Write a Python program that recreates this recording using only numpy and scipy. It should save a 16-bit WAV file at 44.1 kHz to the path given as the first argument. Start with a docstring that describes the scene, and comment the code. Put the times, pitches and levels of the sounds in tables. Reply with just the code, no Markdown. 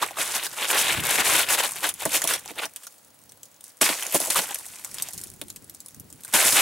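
"""A plastic snow shovel scrapes an iced wooden deck, then knocks on the boards so that its ice crust bursts.
The scrape is made of dense random grains: splinters ringing on top, the duller blade shaken below.
Snaps with crumbling ticks make the cracks and crumbs; struck modes make the slab thuds and one loose ice pane.
Each thud jolts the deck with low noise, and a scatter of decaying noise gives the nearby echoes.
Behind it, shaped noise makes wind rumble on the microphone ports and faint outdoor hiss, with a thin high whine."""
import sys
import numpy as np
from scipy import signal
from scipy.fft import rfft, irfft
from scipy.io import wavfile

SR = 44100
rng = np.random.default_rng(int(sys.argv[2]) if len(sys.argv) > 2 else 0)


def dump(signal):
    """Clip the signal to [-1, 1] and save it as 16-bit WAV at the path in sys.argv[1]."""
    limited = np.clip(np.atleast_2d(signal).T, -1, 1)
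    pcm = np.round(limited * 32767).astype(np.int16)
    wavfile.write(sys.argv[1], SR, pcm)


def nominal_scale(level):
    """Amplitude ratio for a level in decibels (scalar or array-like)."""
    x = np.asarray(level, float) / 20
    return 10 ** x


N = 291501   # samples


def rms_one(x):
    """Scales a signal to rms 1."""
    return x / np.sqrt(np.mean(x ** 2) + 1e-20)


def in_time(rows):
    """Draws straight lines between timed rows, one curve per column after the time."""
    s, *columns = np.transpose(rows)
    return [np.interp(np.arange(N) / SR, s, c) for c in columns]


def colour(x, spectrum):
    """Causal filter with the given spectrum (folded cepstrum); unit power gain."""
    size = 2 ** 12
    hz, db = np.transpose(spectrum)
    bins_hz = np.arange(size // 2 + 1) * SR / size
    gain_db = np.interp(np.log(bins_hz + 1), np.log(hz), db)
    cepstrum = irfft(np.log(nominal_scale(gain_db)))
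    cepstrum[1:size // 2] *= 2
    cepstrum[size // 2 + 1:] = 0
    pulse = irfft(np.exp(rfft(cepstrum)))
    pulse = np.atleast_2d(pulse / np.linalg.norm(pulse))
    return signal.fftconvolve(x, pulse, axes=1)[:, :x.shape[1]]


def drift(rate_hz):
    """Slow random wander of rms 1: noise through two equal low-pass poles, made at SR / 20."""
    r = np.exp(-2 * np.pi * rate_hz * 20 / SR)
    noise = rng.standard_normal(N // 20 + 3002)
    slow = signal.lfilter([1], [1, -2 * r, r * r], noise)[3000:]   # without the filter's start
    return np.interp(np.arange(N) / 20, np.arange(len(slow)), rms_one(slow))


def ring(clicks, hz, t60):
    """Two-pole resonator: a unit click sets a dying sine of initial height 1 ringing."""
    r = nominal_scale(-60 / (t60 * SR))
    w = 2 * np.pi * min(hz, SR / 2.2) / SR
    return signal.lfilter([0, np.sin(w)], [1, -2 * r * np.cos(w), r * r], clicks + 1e-18)


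def sides(pan_db):
    """Left and right gains for a left-right level difference in dB."""
    return nominal_scale(np.array([pan_db, -pan_db]) / 2)


# fine ice trickling and settling between the bites: [t/s, splinter level/dB, blade level re splinters/dB]
TRICKLE_ROWS = [(0.0, -43, 5.5), (0.15, -49.5, 1), (0.5, -43.5, -2.5), (0.65, -38, -1), (1.47, -38.5, 2.5),
                (1.85, -41, -7), (1.95, -53, -2), (2.05, -38.5, -0.5), (2.3, -36.5, -2.5),
                (2.43, -50.5, -0.5), (2.66, -54, 0), (2.7, -57, -6), (2.83, -49, -9.5), (3.08, -60.5, -12),
                (3.8, -60, -12), (3.83, -35.5, -5), (4.55, -37.5, -4), (4.6, -44, -8), (5.24, -46, -9),
                (5.36, -56, -13), (6.15, -58.5, -11), (6.32, -45.5, -6), (6.34, -25, -2), (6.61, -25, -5)]
# the edge bites into the crust, ploughs and lets go: [t/s, hold/s, splinter level/dB, blade level re splinters/dB]
BITE_ROWS = [(0.022, .015, -30, 4), (0.186, 0.048, -27, -1), (0.242, 0.14, -32, -2.5),
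             (0.356, 0.0081, -28, 0), (0.383, 0.047, -39, 5), (0.436, 0.023, -29.5, -2.5),
             (0.575, 0.037, -40, 6.5), (0.621, 0.035, -32, 5.5), (0.687, 0.033, -25.5, -7),
             (0.731, .05, -29.5, 7), (0.779, 0.039, -20.5, -3.5), (0.834, .11, -29, 3),
             (0.958, 0.047, -36.5, 5.5), (1.04, 0.059, -29.5, 4.5), (1.109, 0.051, -24, -0.5),
             (1.185, 0.026, -23.5, 3), (1.251, .17, -22.5, 0), (1.429, 0.016, -32, 1),
             (1.501, 0.049, -22, -1.5), (1.588, 0.019, -22.5, -0.5), (1.634, 0.025, -27.5, 1.5),
             (1.667, 0.035, -38, -3), (1.763, 0.025, -40.5, 4), (1.842, 0.016, -26.5, 5),
             (1.869, 0.031, -31, -1.5), (2.001, 0.0068, -33, -6), (2.023, 0.0094, -34.5, 4),
             (2.119, 0.042, -29.5, -2), (2.145, 0.029, -20.5, -3.5), (2.291, 0.023, -23, -4),
             (2.327, 0.029, -28.5, -2.5), (2.491, 0.016, -39.5, -0.5), (2.589, 0.012, -40, 7),
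             (2.628, 0.017, -33.5, 4.5), (3.639, 0.066, -50.5, -12), (4.148, 0.013, -22.5, -4),
             (4.198, 0.058, -32.5, -4.5), (4.365, 0.028, -22.5, 0), (4.421, 0.022, -28, -8),
             (4.94, 0.1367, -45, -3), (6.4, .02, -23.5, 1), (6.447, 0.043, -20.5, -3),
             (6.522, 0.037, -21.5, -9), (6.565, 0.057, -20, -1)]
# the crust bursts under a blow: [t/s, fall/s per 20 dB, splinter level/dB, blade level re splinters/dB]
BURST_ROWS = [(2.054, 0.0255, -23.5, -10), (3.813, 0.1123, -15.5, -3), (3.86, 0.0158, -23, -1),
              (3.89, 0.1038, -23.5, -2), (4.302, 0.0649, -20.5, -6.5), (6.338, 0.14, -16, -1)]
BITE_RISE_S, BITE_FALL_S, BURST_RISE_S = 0.024, 0.025, 0.0023   # time to swell or sink by 20 dB


def effort():
    """Trickle, bites and bursts add in power; gives splinter level and blade level re splinters, in dB."""
    trickle_db, body_db = in_time(TRICKLE_ROWS)
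    ice_power = nominal_scale(2 * trickle_db)
    body_power = nominal_scale(2 * (trickle_db + body_db))
    t = np.arange(N) / SR
    surges = [(s, BITE_RISE_S, hold_s, BITE_FALL_S, *level) for s, hold_s, *level in BITE_ROWS]
    surges += [(s, BURST_RISE_S, 0, fall_s, *level) for s, fall_s, *level in BURST_ROWS]
    for s, rise_s, hold_s, fall_s, db, blade_db in surges:
        start, end = s - 4 * rise_s, s + hold_s + 4 * fall_s   # from and to 80 dB down
        near = slice(max(0, round(start * SR)), round(end * SR))
        before = (s - t[near]) / rise_s
        after = (t[near] - s - hold_s) / fall_s
        below = np.maximum(before, after).clip(0)
        surge = nominal_scale(2 * (db - 20 * below))
        ice_power[near] += surge
        body_power[near] += surge * nominal_scale(2 * blade_db)
    return 10 * np.log10(ice_power), 10 * np.log10(body_power / ice_power)


def grains(per_s, density, spread_db, low_hz, high_hz, cycles, wide_db, clump_db, patchy_db, count):
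    """Random fractures of uneven size, each ringing for a few cycles at its own pitch and place; rms 1."""
    sizes = nominal_scale(spread_db * np.minimum(rng.exponential(1, N), 4)) / np.sqrt(density)
    sizes = sizes * rng.choice([-1, 1], N)
    chance = per_s * density * nominal_scale(clump_db * drift(40)) / SR
    born = rng.random(N) < chance
    clicks = sizes * born * sides(wide_db * rng.standard_normal(N))
    dealt = rng.integers(0, count, N)   # which pitch each grain gets
    out = 0
    for k, hz in enumerate(np.geomspace(low_hz, high_hz, count)):
        favoured = nominal_scale(patchy_db * drift(3.74))   # piece sizes come and go, so the colour shifts
        out = out + hz * ring(clicks * (dealt == k) * favoured, hz, cycles / hz)
    return rms_one(out)


# colour of crushed splinters: [f/Hz, level/dB per Hz]
GRIT_SPECTRUM = [(2700, -20), (4600, -6.5), (6000, -3.5), (8100, -0.5), (10100, 0), (13100, -5.5),
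                 (15600, -12)]
# colour of the shaken blade, under crushing and cracks alike: [f/Hz, level/dB per Hz]
BLADE_SPECTRUM = [(120, -32.5), (200, -12), (360, -3.5), (780, 0), (1100, 0), (2550, 2), (3700, -0.5),
                  (4500, -7), (11000, -48)]


def crush(ice_db, body_db):
    """Splinters hiss and tick on top; the same crushing effort shakes the duller blade below."""
    # hard crushing fuses into a roar, light trickling ticks singly
    density = nominal_scale(np.clip(.6 * (ice_db + 21.5), -22, 3))
    fine = grains(9000, density, 6.1, 3700, 17400, cycles=4.3,
                  wide_db=2.5, clump_db=3.0, patchy_db=5.5, count=14)
    coarse = grains(5000, density, 3.25, 447, 5340, cycles=9.8,
                    wide_db=2.0, clump_db=2.5, patchy_db=3.0, count=16)
    rub = rng.standard_normal((2, 1, N))
    fine = rms_one(colour(fine + nominal_scale(-0.5) * rub[0], GRIT_SPECTRUM))
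    coarse = rms_one(colour(coarse + nominal_scale(0.5) * rub[1], BLADE_SPECTRUM))
    judder = nominal_scale(0.85 * drift(44.0))   # the edge grips and slips
    return nominal_scale(ice_db) * (fine + nominal_scale(body_db) * coarse) * judder


CRUMBS_PER_S, CRUMB_ABOVE_DB, CRUMB_SPREAD_DB = 24, 11, 9.0   # levels above the trickle
CRUMB_LOW_HZ, CRUMB_HIGH_HZ = 6400, 12200   # shard pitch
CRUST_LOW_HZ, CRUST_HIGH_HZ = 830, 4140     # pitch of the crust on the blade


def crumbs():
    """Small crumbs drop at random all the time: chance crack rows, level and blade share following the trickle."""
    when, size, pitch, place = rng.random((round(CRUMBS_PER_S * N / SR), 4)).T
    trickle_db, body_db = np.array(in_time(TRICKLE_ROWS))[:, (when * N).astype(int)]
    level_db = trickle_db + CRUMB_ABOVE_DB + CRUMB_SPREAD_DB * size
    shard_hz = CRUMB_LOW_HZ * (CRUMB_HIGH_HZ / CRUMB_LOW_HZ) ** pitch
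    blade_hz = CRUST_LOW_HZ * (CRUST_HIGH_HZ / CRUST_LOW_HZ) ** place
    return np.transpose([when * N / SR, level_db, shard_hz, blade_hz, body_db])


# cracks and falling shards, levels before colouring:
# [t/s, level/dB, shard f/Hz, f/Hz of the crust still on the blade, blade level re shard/dB]
CRACK_ROWS = [(.0272,-11.5,8400,1130,10),(.0623,-24,8600,794,-3),(.1082,-27,8400,807,3),(.1695,-23.5,8500,1250,8.5),
              (.1865,-26,10100,2340,9.5),(.3646,-11.5,6400,1430,1),(.4661,-10.5,4960,1550,-3),(.5294,-23,9100,1040,-3),
              (.6095,-19,8900,2250,3),(.7015,-13.5,7960,2820,12),(.7134,-10.5,8360,1420,2.5),(.8606,-23,7990,2700,2),
              (.9233,-11.5,8440,2720,7),(1.0373,-14,7700,1580,1),(1.1106,-13.5,8260,1920,8),(1.186,-24,8550,2790,-8),
              (1.258,-14,8980,2840,4),(1.3547,-7,8300,3300,5),(1.488,-5.5,5220,2700,2),(1.506,-8.5,8010,1690,-2),
              (1.5865,-10,7800,2900,4.5),(1.6516,-20,9100,3020,5),(1.719,-16,9500,1080,-11),(1.7584,-19.5,11600,3020,3.5),
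              (1.8056,-22,10100,2850,-6),(1.832,-16,8700,1920,0),(1.8457,-11.5,8600,1590,3),(1.8906,-4.5,10600,3600,-8),(1.94,-17,10900,2110,-18),
              (2.0203,-20,8070,810,3),(2.0536,-6.5,9800,1880,-2),(2.1194,-13,8200,2420,-12),(2.2184,-7,7100,2020,-3.5),
              (2.241,-6.5,10600,3400,-7),(2.2744,-5,10200,3120,-7),(2.3365,-5,5900,2860,-8),(2.394,-24,9500,3300,-18),
              (2.4074,-34,7340,3280,-13),(2.459,-24,8070,830,-3),(2.586,-22,10400,2430,2),(2.6184,-25,9000,1550,1),
              (2.6544,-14,6000,830,-11),(2.7611,-16.5,9200,3400,-4),(2.834,-29.5,9000,3230,-0.5),(2.8684,-19,6600,1410,-10),
              (2.9814,-36,8600,791,-17),(3.2935,-29.5,6040,829,-23),(3.3203,-33,8800,3840,-4),(3.432,-26,7840,3200,-12),
              (3.455,-29.5,6940,3300,-20),(3.6083,-30,9600,3560,-7),(3.6408,-27,10000,4140,-12),(3.8132,-9,8800,1560,-4),
              (3.892,-22,8680,2250,-10),(4.0244,-16,7040,3090,3),(4.066,-13,7290,2810,-12),(4.1086,-19,7780,3210,-14),
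              (4.1238,-13,13700,2360,-19),(4.145,-2,10100,680,-2.5),(4.202,-10.5,10400,670,-4),(4.2712,-13.5,8190,786,-4),
              (4.3026,-7,6490,4130,1),(4.3274,-18,8800,920,-1),(4.3584,-11.5,9400,1240,2),(4.5081,-18.5,8300,810,0),
              (4.5446,-10.5,11800,3140,-10),(4.6084,-32,8700,850,2),(4.6444,-34,8080,2000,-9),(4.6644,-23,9460,825,-11),
              (4.795,-31,9320,1010,-4),(4.8468,-13.5,8600,1990,-11),(4.8743,-29,10300,1220,-10),(4.9162,-29,11000,2210,-3),(4.9433,-17,9800,2150,-12),
              (4.984,-19.5,5160,3260,-3),(4.9993,-29,9500,3630,12.5),(5.023,-6.5,9100,900,-20),(5.0686,-33,6860,764,-11),(5.087,-20,8600,754,-8),
              (5.134,-20,10600,750,-23),(5.1781,-15,7000,3950,-17),(5.214,-25,8610,4090,-32),(5.2372,-16.5,10300,4200,-20),
              (5.2716,-28,8900,3820,-18),(5.3163,-36,10500,4220,-2),(5.3423,-38,9600,1480,-12),(5.4146,-17.5,11000,4160,3.5),(5.4829,-28,9460,3770,-5),
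              (5.5014,-19.5,7390,3920,-7),(5.561,-21.5,8600,3160,-7.5),(5.6435,-35,10300,703,-20),(5.697,-23,13500,3500,-11.5),
              (5.7474,-26.5,9400,703,-20),(5.8037,-21.5,7840,3780,-32),(5.861,-26,10200,1090,-18),(5.884,-27.5,10200,3680,-7),
              (5.9456,-30.5,9700,1630,-13),(5.9982,-24,13600,700,-25),(6.102,-30,8500,996,-16),(6.127,-26,9500,3200,-12),
              (6.2355,-26.5,8900,3910,-5),(6.2486,-18,9670,1540,-12.5),(6.2796,-27.5,9200,2110,-5),(6.3274,-19,8230,1650,-7.5),
              (6.4108,-20,10200,2090,-10),(6.5062,-8,7540,3280,-23),(6.524,-1.5,5300,3010,-10)]
# colour of snaps and shards: [f/Hz, level/dB per Hz]
SPLINTER_SPECTRUM = [(1760, -32), (3000, -14.5), (3900, -6.5), (4600, -7.5), (5820, -3.5), (10000, 2),
                     (14000, 0.5), (15600, -6.5)]


def cracks():
    """A sharp snap, then a crumble of ever weaker ticks: they ring the shard, hiss, and shake the blade."""
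    span = SR // 8
    t = np.arange(span) / SR
    fade = nominal_scale(-60 * t / 0.0077) + nominal_scale(-1.5 - 60 * t / .05)   # quick, then slow crumbling
    bright, dull = np.zeros((2, N + span))
    for s, db, shard_hz, blade_hz, blade_db in [*CRACK_ROWS, *crumbs()]:
        size = np.minimum(rng.exponential(1, span), 4)
        sign = rng.choice([-1, 1], span)
        there = rng.random(span) < 6000 / SR   # 6000 ticks per second
        ticks = nominal_scale(4.14 * size - 16.5) * sign * there * fade
        ticks[:2] = nominal_scale(-0.5), -nominal_scale(-4.0)   # the break itself is one steep pulse
        shard = 0.32 * ring(ticks, shard_hz, 28.0 / shard_hz)
        shard += 0.41 * ring(ticks, 1.495 * shard_hz, 3.7 / shard_hz)
        blade = .15 * ring(ticks, blade_hz, 14.0 / blade_hz)
        i = round(s * SR)
        bright[i:i + span] += nominal_scale(db) * (shard + 1.33 * ticks)
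        dull[i:i + span] += nominal_scale(db + blade_db) * (blade + 0.34 * ticks)
    both = colour(bright[None], SPLINTER_SPECTRUM) + colour(dull[None], BLADE_SPECTRUM)
    return both[:, :N]


def struck(blows, modes, soft_hz, rattle_s, offset_db):
    """Every blow is a short rattle of contacts that strikes each mode with a strength of its own."""
    out = np.zeros(N)
    middle_hz = np.median(np.array(modes)[:, 0])
    for hz, mode_db, t60 in modes:
        clicks = np.zeros(N)
        for s, db, tilt_db in blows:
            lag = np.array([0, *rng.uniform(0, rattle_s, 3)])
            hardness_db = tilt_db * np.log2(hz / middle_hz)
            strength_db = db + mode_db + offset_db + hardness_db + rng.normal(0, 4.06, 4)
            contacts = nominal_scale(strength_db) * [0.24, -0.75, 0.68, 0.56]
            np.add.at(clicks, ((s + lag) * SR).astype(int), contacts)
        out += ring(clicks, hz, t60)
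    soft = np.exp(-2 * np.pi * soft_hz / SR)   # one-pole low-pass
    return signal.lfilter([1 - soft], [1, -soft], out)


# one loose ice pane skipping away: [t/s, relative level/dB, hardness/dB per octave]
SKIP_ROWS = [(2.2184, -28, -11), (2.242, -20.5, -5), (2.2749, -14, 2), (2.3365, -10.5, 1),
             (2.3794, -34, -8), (2.4094, -58, 2), (2.4394, -47, -8)]
# modes of the pane: [f/Hz, relative level/dB, t60/s]
PANE_MODES = [(2900, -20, .04), (3380, -2, 0.036), (5720, 3.5, 0.023), (8100, -10, .03), (10200, -3, .035),
              (13000, -13, .03)]


def loose_pane():
    """A thin ice pane clinks in a few short-lived high modes at each skip."""
    return struck(SKIP_ROWS, PANE_MODES, soft_hz=14000, rattle_s=0.0017, offset_db=-11.5)


# blade edge and slabs landing on the boards: [t/s, relative level/dB, hardness/dB per octave]
THUD_ROWS = [(0.018, -24, 18.5), (0.189, -28.5, 1), (1.185, -25, -7.5), (1.509, -37, 4), (1.841, -38, -1),
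             (2.055, -11.5, 4), (2.241, -19.5, 7.5), (2.503, -29, 5.5), (2.565, -32.5, 9), (2.59, -31, 9),
             (2.645, -33, 6), (3.812, -12, 4), (3.892, -15.5, 3.5), (4.069, -35, 12), (4.145, -9, 2.5),
             (4.209, -25, 6), (4.274, -22, 6), (4.378, -22.5, -6), (5.415, -27, 0.5), (6.338, -21.5, -4),
             (6.445, -20.5, 0), (6.525, -25, 0)]
# modes of the boards with the blade on them: [f/Hz, relative level/dB, t60/s]
DECK_MODES = [(190, -7, .11), (240, -5, .1), (293, -1, .09), (345, 0, .07), (420, -3, .05), (510, -1, .05),
              (575, -1, .05), (660, 0, .06), (870, -6, .04), (1100, -8, .03)]


def thuds():
    """Blows ring the damped low modes of the boards through a soft contact."""
    boards = struck(THUD_ROWS, DECK_MODES, soft_hz=1480, rattle_s=0.01268, offset_db=-13.5)
    no_bass = signal.butter(4, 140, "high", fs=SR, output="sos")   # narrow boards radiate no deep bass
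    return signal.sosfilt(no_bass, boards)


JOLT_DB, JOLT_HZ, JOLT_T60_S = -37.5, 69, 0.15   # level re thud row, band centre, decay


def jolts():
    """Each thud also jolts the whole deck underfoot: a short dying rumble of octave-wide noise."""
    hits = np.zeros(N)
    t = np.arange(SR // 4) / SR
    for s, db, _ in THUD_ROWS:
        hits[round(s * SR)] = nominal_scale(db + JOLT_DB)
    edges_hz = [JOLT_HZ / np.sqrt(2), JOLT_HZ * np.sqrt(2)]
    band = signal.butter(2, edges_hz, "band", fs=SR, output="sos")
    rumble = rms_one(signal.sosfilt(band, rng.standard_normal(N)))
    return rumble * signal.fftconvolve(hits, nominal_scale(-60 * t / JOLT_T60_S))[:N]


# colour of what comes back from the surroundings: [f/Hz, level/dB per Hz]
RETURN_SPECTRUM = [(60, 16), (150, 5), (400, -2), (1500, 1), (3000, -2), (4800, 5.5), (8000, 2.5),
                   (13000, -9)]


def nearby_echoes(x):
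    """Boards, rail and wall return a thin scatter for tens of ms, mostly aside, so opposite in the two ears."""
    t = np.arange(SR // 8) / SR
    scatter = rng.standard_normal((2, len(t))) * nominal_scale(-60 * t / .07) * (t > .001)
    scatter /= np.linalg.norm(scatter, axis=1, keepdims=True)
    middle = x.mean(axis=0, keepdims=True)
    returned = signal.fftconvolve(middle, colour(scatter, RETURN_SPECTRUM), axes=1)[:, :N]
    ahead, aside = nominal_scale(-12.0) * returned
    return nominal_scale(-8) * ahead + aside * [[1], [-1]]


# wind on the ports, before its random lumps: [t/s, level/dB]
WIND_ROWS = [(0.0, -65), (0.37, -56.5), (0.68, -70), (1.01, -35), (1.08, -48), (1.29, -46.5), (1.64, -58.5),
             (2.52, -58), (2.91, -83), (3.13, -68), (3.3, -63), (3.42, -70), (3.96, -80), (4.36, -59),
             (4.6, -67), (4.97, -55.5), (5.1, -59), (5.16, -54), (5.43, -52), (5.61, -57), (5.78, -61.5),
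             (5.93, -61), (5.98, -49), (6.15, -54.5), (6.42, -69), (6.54, -48), (6.61, -80)]
# colour of the wind rumble: [f/Hz, level/dB per Hz]
GUST_SPECTRUM = [(20, -47), (40, -22), (100, -6), (200, -9.5), (400, -14.5), (800, -52.5)]


def wind():
    """Lumpy low-frequency noise, partly shared and partly its own in each port."""
    level_db, = in_time(WIND_ROWS)
    noise = rng.standard_normal((3, N))
    rumble = rms_one(colour(noise[:2] + 1.2 * noise[2], GUST_SPECTRUM))
    lumps_db = 3.34 * np.array([drift(29), drift(27)])
    return nominal_scale(level_db + lumps_db) * rumble


# colour of the outdoor hiss: [f/Hz, level/dB per Hz]
AIR_SPECTRUM = [(24, -28), (40, -14.5), (302, 1.5), (378, -12.5), (474, 2), (2230, -9), (4590, -11),
                (9240, -21), (15600, -9.5)]
AIR_DB = -58   # rms
WHINE_HZ, WHINE_DB = 15734, -64   # the level is the sine's peak


def air():
    """Far outdoor hiss of shaped, partly shared noise, and a thin high sine whine."""
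    noise = rng.standard_normal((3, N))
    hiss = nominal_scale(AIR_DB) * rms_one(colour(noise[:2] + 0.72 * noise[2], AIR_SPECTRUM))
    whine = nominal_scale(WHINE_DB) * np.sin(2 * np.pi * WHINE_HZ * np.arange(N) / SR)
    return hiss + whine


# where the blade is: [t/s, left-right level/dB]
PLACE_ROWS = [(0.0, -2), (0.22, 0), (0.61, 0), (1.34, 2.5), (2.45, -0.5), (2.85, 0.3), (6.61, 0.23)]


def scene():
    """Places ice and boards between left and right, then adds echoes, jolts, wind and air."""
    ice_db, body_db = effort()
    pan_db, = in_time(PLACE_ROWS)
    ice = crush(ice_db, body_db) + cracks() + loose_pane()
    near = ice * sides(pan_db) + thuds() * sides(-1.7)[:, None]
    return near + nearby_echoes(near) + jolts() + wind() + air()


def low_pass(x):
    """Removes everything above the highest recorded frequency."""
    return signal.sosfilt(signal.butter(12, 16850, fs=SR, output="sos"), x)


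def record(dry):
    """Peaks are rounded softly, then the top is cut steeply above 15.8 kHz."""
    rounded = .62 * np.tanh(dry / .62)
    top_cut = signal.ellip(10, .5, 45, 15800, fs=SR, output="sos")   # .5 dB ripple, 45 dB stop band
    finished = signal.sosfilt(top_cut, rounded)
    return low_pass(finished)


dry = scene()
out = record(dry)
dump(out)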